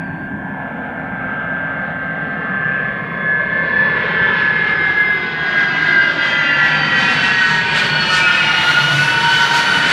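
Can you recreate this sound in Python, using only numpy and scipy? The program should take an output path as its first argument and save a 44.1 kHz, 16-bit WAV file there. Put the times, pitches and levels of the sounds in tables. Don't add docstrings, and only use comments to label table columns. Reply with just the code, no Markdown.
import sys
import numpy as np
from scipy import signal
from scipy.fft import rfft, irfft
from scipy.io import wavfile
from scipy.ndimage import uniform_filter1d, minimum_filter1d

SR = 44100
rng = np.random.default_rng(int(sys.argv[2]) if len(sys.argv) > 2 else 0)


def transcribe(signal):
    frames = np.atleast_2d(signal).T
    limited = np.clip(frames, -1, 1)
    pcm = np.round(limited * 32767).astype(np.int16)
    wavfile.write(sys.argv[1], SR, pcm)


N = 437472

# t/s, f/Hz, level/dB
HUM_NOTE = [(0.0, 268.8, -34), (2.24, 268, -38.5), (3.5, 268.4, -51.5)]
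BIRD_NOTE = [(0, 4600, -66), (.025, 4520, -71), (.055, 4590, -63), (.125, 4330, -71), (.19, 4465, -67),
             (.235, 4525, -69), (.29, 4400, -72)]
# t/s, then relative level/dB of each
APPROACH_LEVELS = [(0.0, -38, -43, -34.5), (1.5, -40, -38, -31), (3.0, -39.5, -36, -32.5),
                   (4.3, -38.5, -31.5, -30), (5.0, -43.5, -33, -34), (6.5, -45.5, -32, -33),
                   (7.05, -37.5, -28, -31), (7.5, -41.5, -32, -33.5), (8.0, -41, -26.5, -33),
                   (8.5, -41, -35, -33.5), (9.0, -45, -21.5, -33), (9.5, -45, -33.5, -33),
                   (9.92, -41, -32, -29)]
# f/Hz, relative level/dB
RUMBLE_SPECTRUM = [(25, -30), (40, -19), (90, -12.5), (125, -7.5), (160, -3), (200, -2), (260, -10.5),
                   (400, -20.5)]
ROAR_SPECTRUM = [(250, 1.5), (620, 2.5), (1100, 4.5), (1500, 9), (2200, 7), (2900, 4), (4500, -4),
                 (9600, -27.5), (15500, -49)]
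# t/s, f/Hz
DRONE_PITCH = [(0, 166), (4, 161), (6, 156), (8, 151), (9, 145), (9.92, 150)]
# t/s, level change/dB
TREBLE_FLARES = [(5.6, 6), (6.059, 3), (6.27, 7.5), (7.119, 4), (7.251, 6), (7.5, 3), (7.64, -4.5),
                 (7.78, 6.5), (7.9, 2), (8.17, 7.5), (8.7, 4.5), (8.95, 2.5), (9.2, 1.5), (9.57, 7)]
# t/s, delay/ms
ECHO_DELAY = [(0, 1.2), (2, 1.45), (3, 1.7), (4, 1.97), (5, 2.42), (6, 3.1), (7, 3.95), (7.5, 4.5),
              (8.5, 6.0), (9.92, 7.0)]
# t/s, wander as a share of pitch, scattered share (0-1)
TURBULENCE = [(0, .0008, .1), (5, .001, .15), (6.5, .0015, .3), (7.5, .003, .7), (9.92, .004, .85)]
# t/s, then f/Hz of slow, middle, fast fan
FAN_PITCHES = [(0.0, 1586, 1716, 1753), (3.0, 1573, 1709, 1743), (4.0, 1563, 1703, 1737),
               (4.5, 1558, 1699, 1736), (4.75, 1551, 1688, 1727), (5.0, 1534, 1673, 1713),
               (5.5, 1478, 1629, 1677), (6.0, 1430, 1590, 1642), (6.5, 1393, 1561, 1601),
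               (7.0, 1366, 1533, 1566), (7.5, 1335, 1502, 1528), (8.0, 1297, 1469, 1479),
               (8.25, 1276, 1438, 1458), (8.5, 1264, 1428, 1440), (8.75, 1274, 1428, 1446),
               (9.0, 1301, 1464, 1475), (9.25, 1353, 1491, 1513), (9.5, 1398, 1501, 1537),
               (9.92, 1421, 1499, 1555)]
# t/s, then level/dB of slow, middle, fast fan
FIRST_ROW_LEVELS = [(0.0, -30, -44, -43), (0.6, -33.5, -33.5, -47), (1.0, -30.5, -44, -35.5),
                    (1.55, -22.5, -29, -40.5), (1.9, -27.5, -33, -34), (2.12, -23.5, -37, -36),
                    (2.4, -26, -34, -31), (2.7, -20.5, -20, -25), (3.1, -35, -32, -37),
                    (3.34, -21, -14.5, -36), (3.55, -25, -26, -19), (3.8, -27.5, -22, -12),
                    (4.02, -27.5, -23.5, -25), (4.25, -22, -26.5, -15.5), (4.55, -25, -14.5, -25),
                    (4.75, -26, -21.5, -18), (4.88, -22.5, -14.5, -25), (5.03, -30, -11.5, -21),
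                    (5.3, -25, -29.5, -41), (5.58, -27, -13.5, -26), (5.72, -28, -22.5, -27),
                    (6.0, -23, -12, -16.5), (6.25, -25.5, -26.5, -22), (6.6, -22, -23.5, -28),
                    (7.0, -29, -33.5, -22), (7.4, -24, -17.5, -32), (7.6, -39, -26, -31),
                    (7.78, -38, -18.5, -24), (7.93, -42, -23, -21.5), (8.1, -21, -32, -25),
                    (8.27, -27, -16.5, -16), (8.55, -28, -23.5, -23), (8.78, -34, -15, -17),
                    (8.97, -39, -21.5, -23.5), (9.4, -24, -18.5, -23), (9.92, -24, -20, -25)]
# t/s, then level/dB of slow, middle, fast fan
SECOND_ROW_LEVELS = [(0, -61.5, -59.5, -55.5), (2.1, -43.5, -42, -54.5), (3.0, -45, -36.5, -52),
                     (3.4, -40, -30, -48), (4.35, -29, -36, -31), (4.9, -37, -17.5, -48),
                     (5.15, -49.5, -20.5, -46), (5.38, -34, -35.5, -50), (5.55, -29.5, -21.5, -31),
                     (5.9, -35, -26, -24.5), (6.25, -30, -24.5, -15.5), (6.65, -17, -20, -30),
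                     (7.1, -27, -23.5, -24), (7.5, -18.5, -19.5, -44), (7.8, -25, -26.5, -27),
                     (8.3, -35, -22, -41), (8.8, -37, -33, -36), (9.92, -42, -24, -47)]
# t/s, then level/dB of slow, middle, fast fan
OCTAVE_LEVELS = [(0, -37, -35.5, -38.5), (2.4, -34, -35, -45.5), (3.7, -47.5, -26, -39),
                 (4.3, -29, -35, -31), (4.9, -33, -33, -38), (5.5, -36, -36.5, -38.5),
                 (5.96, -23, -26, -48), (6.23, -29, -27.5, -20.5), (6.5, -22.5, -31.5, -33),
                 (7.0, -33, -24, -43), (7.35, -27, -31.5, -30), (7.8, -35, -28, -40),
                 (8.35, -20, -30, -27.5), (8.7, -33, -28, -30), (9.2, -33, -30, -30.5),
                 (9.92, -40, -27, -35.5)]
# multiple of the blade tone, level/dB against the octave
WEAK_OVERTONES = [(2.25, -12.5), (2.5, -9), (3, -14.5), (4, -17.5)]
# t/s, then level/dB for each of EXTRA_MULTIPLES
EXTRA_LEVELS = [(0, -39.5, -37.5, -50), (2.4, -38.5, -30.5, -45), (3.5, -44, -51, -43.5),
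                (4.3, -41.5, -31.5, -39.5), (5.2, -34.5, -44.5, -33), (6.2, -31, -37.5, -41),
                (6.9, -35.5, -29.5, -40), (8.2, -32.5, -23, -38), (8.9, -38.5, -36, -48),
                (9.92, -32, -32, -48)]
# t/s, level/dB
LOW_TONE_LEVELS = [(0, -48), (1.5, -45.5), (3.2, -35), (4.9, -38), (6.2, -35.5), (7.3, -30), (8.1, -28),
                   (8.9, -30), (9.25, -21.5), (9.75, -22), (9.92, -30)]
# t/s, level change/dB
WHINE_DIPS = [(3.05, -2.5), (4.0, 0), (4.945, -10), (6.15, -7), (6.88, -2), (7.84, -2), (8.42, -2.5)]

EXTRA_MULTIPLES = (3, 1.625, 2.25)
LOW_MULTIPLE = .625
SECOND_ROW = 1.25
SCATTER_BY_FAN = (.5, 1, 1)
FOURTH_FAN_SPEED, FOURTH_FAN_DB = .988, -3
SPEED_M_S, CLOSEST_M, CLOSEST_S = 74.7, 214.5, 9.466
AIR_DB_PER_M, NEAR_DB = .1353, 4.5
SKIM_FROM_M, SKIM_DB_PER_M, SKIM_MOST_DB = 460, .24, 10.5
TIME = np.arange(N) / SR


def undb(db):
    return 10 ** (np.asarray(db) / 20)


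def curves(table):
    times, *columns = np.transpose(table)
    return [np.interp(TIME, times, column) for column in columns]


def bumps(table, width_s):
    return sum(db * np.exp(-.5 * ((TIME - at_s) / width_s) ** 2) for at_s, db in table)


def wobble(per_s):
    hold = int(SR / per_s)
    steps = np.repeat(rng.standard_normal(N // hold + 1), hold)
    return 1.287 * uniform_filter1d(uniform_filter1d(steps, hold), hold)[:N]


def noise_bands(spectrum):
    hz, db = np.transpose(spectrum)
    freqs = np.maximum(np.fft.rfftfreq(N, 1 / SR), 1)
    shape = undb(np.interp(np.log(freqs), np.log(hz), db))
    noise = rfft(rng.standard_normal(N)) * shape * np.sqrt(SR / 900)
    for center in hz[0] * 2 ** np.arange(-1 / 3, np.log2(hz[-1] / hz[0]) + 1 / 3, 1 / 3):
        offset = np.clip(3 * np.log2(freqs / center), -1, 1)
        yield center, irfft(noise * np.cos(np.pi / 2 * offset) ** 2, N)


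def flutter(hz, db, scattered):
    quick = max(80, 32 * np.mean(hz) / 1000)
    eddies = (wobble(25) + 1j * wobble(25) + wobble(quick) + 1j * wobble(quick)) / 2
    sway = np.sqrt(1 - scattered) + np.sqrt(scattered) * eddies
    pure = np.exp(2j * np.pi * (np.cumsum(hz) / SR + rng.random()))
    return np.sqrt(2) * undb(db) * (sway * pure).real


def wavering_note(table, waver_hz):
    hz, db = curves(table)
    cycles = np.cumsum(hz + waver_hz * wobble(12)) / SR + rng.random()
    fade_out = np.clip((table[-1][0] - TIME) / .02, 0, 1)
    return np.sqrt(2) * undb(db) * np.sin(2 * np.pi * cycles) * fade_out


def rumble(rumble_db, drone_db):
    rush = np.zeros(N)
    for hz, band in noise_bands(RUMBLE_SPECTRUM):
        db = rumble_db if hz > 85 else -40.5
        rush += band * undb(db + 17.5 + 1.9 * wobble(4.5))
    return rush + flutter(curves(DRONE_PITCH)[0], drone_db - 1, scattered=.75)


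def air_db(hz, treble_db):
    return treble_db * (hz / 6500) ** 1.275


def roar(roar_db, treble_db):
    flare_db = bumps(TREBLE_FLARES, width_s=.034) + 1.7 * wobble(20)
    noise = np.zeros(N)
    for hz, band in noise_bands(ROAR_SPECTRUM):
        flare_share = min(hz / 6000, 1.1)
        noise += band * undb(air_db(hz, treble_db) + flare_share * flare_db + 1.84 * wobble(5))
    return noise * undb(roar_db - 2)


def with_ground_echo(direct, strength=.82, spread=.085, cutoff_hz=3500):
    lag = curves(ECHO_DELAY)[0] * SR / 1000
    dull = signal.filtfilt(*signal.butter(1, cutoff_hz, fs=SR), direct)
    samples = np.arange(N)
    echoes = [np.interp(samples - lag * (1 + s), samples, dull) for s in np.linspace(-spread, spread, 5)]
    return direct + strength * np.mean(echoes, axis=0)


def fan_whine(treble_db):
    def after_air(hz, db):
        return db + air_db(hz, treble_db) + 3 * wobble(5.5)

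    wander, scattered = curves(TURBULENCE)
    pitches = [hz * (1 + wander * wobble(30)) for hz in curves(FAN_PITCHES)]
    middle_hz = pitches[1]
    first_db, second_db = curves(FIRST_ROW_LEVELS), curves(SECOND_ROW_LEVELS)
    octave_db = [after_air(2 * hz, db) for hz, db in zip(pitches, curves(OCTAVE_LEVELS))]
    sink_db = -5.5 * scattered
    whine = flutter(LOW_MULTIPLE * middle_hz, curves(LOW_TONE_LEVELS)[0], .87 * scattered)
    for fan, hz in enumerate(pitches):
        share = SCATTER_BY_FAN[fan] * scattered
        whine += flutter(hz, first_db[fan], share)
        whine += flutter(SECOND_ROW * hz, second_db[fan] + 2 * wobble(6), share)
        whine += flutter(2 * hz, octave_db[fan], np.sqrt(share))
        for multiple, db in WEAK_OVERTONES:
            extra_air_db = air_db(multiple * hz, treble_db) - air_db(2 * hz, treble_db)
            whine += flutter(multiple * hz, octave_db[fan] + db + extra_air_db + sink_db, scattered=.91)
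    for multiple, db in zip(EXTRA_MULTIPLES, curves(EXTRA_LEVELS)):
        hz = multiple * middle_hz
        whine += flutter(hz, after_air(hz, db), np.sqrt(scattered))
    fourth_hz = FOURTH_FAN_SPEED * middle_hz
    for multiple, db in ((1, first_db[1]), (SECOND_ROW, second_db[1]), (2, octave_db[1])):
        whine += scattered * flutter(multiple * fourth_hz, db + FOURTH_FAN_DB, scattered)
    return whine * undb(bumps(WHINE_DIPS, width_s=.022))


def scene():
    rumble_db, drone_db, roar_db = curves(APPROACH_LEVELS)
    distance_m = np.hypot(CLOSEST_M, SPEED_M_S * (TIME - CLOSEST_S))
    treble_db = NEAR_DB - AIR_DB_PER_M * (distance_m - CLOSEST_M)
    treble_db -= np.clip(SKIM_DB_PER_M * (distance_m - SKIM_FROM_M), 0, SKIM_MOST_DB)
    jet = fan_whine(treble_db) + with_ground_echo(roar(roar_db, treble_db)) + rumble(rumble_db, drone_db)
    hum = wavering_note(HUM_NOTE, waver_hz=6)
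    bird = wavering_note(BIRD_NOTE, waver_hz=5)
    return (jet + hum + bird)[None]


def record(dry):
    hiss_db, loud_db, ceiling, top_hz = -67.5, -10, .73, 15600
    power = uniform_filter1d(dry ** 2, SR // 4)
    hiss = undb(hiss_db) * rng.standard_normal(dry.shape) / np.sqrt(1 + power / undb(2 * loud_db))
    gain = minimum_filter1d(np.minimum(1, ceiling / (np.abs(dry) + 1e-9)), size=257)
    gain = uniform_filter1d(uniform_filter1d(gain, size=128), size=128)
    top_cut = signal.ellip(10, .2, 60, top_hz, fs=SR, output="sos")
    return signal.sosfilt(top_cut, gain * dry + hiss)


dry = scene()
out = record(dry)
transcribe(out)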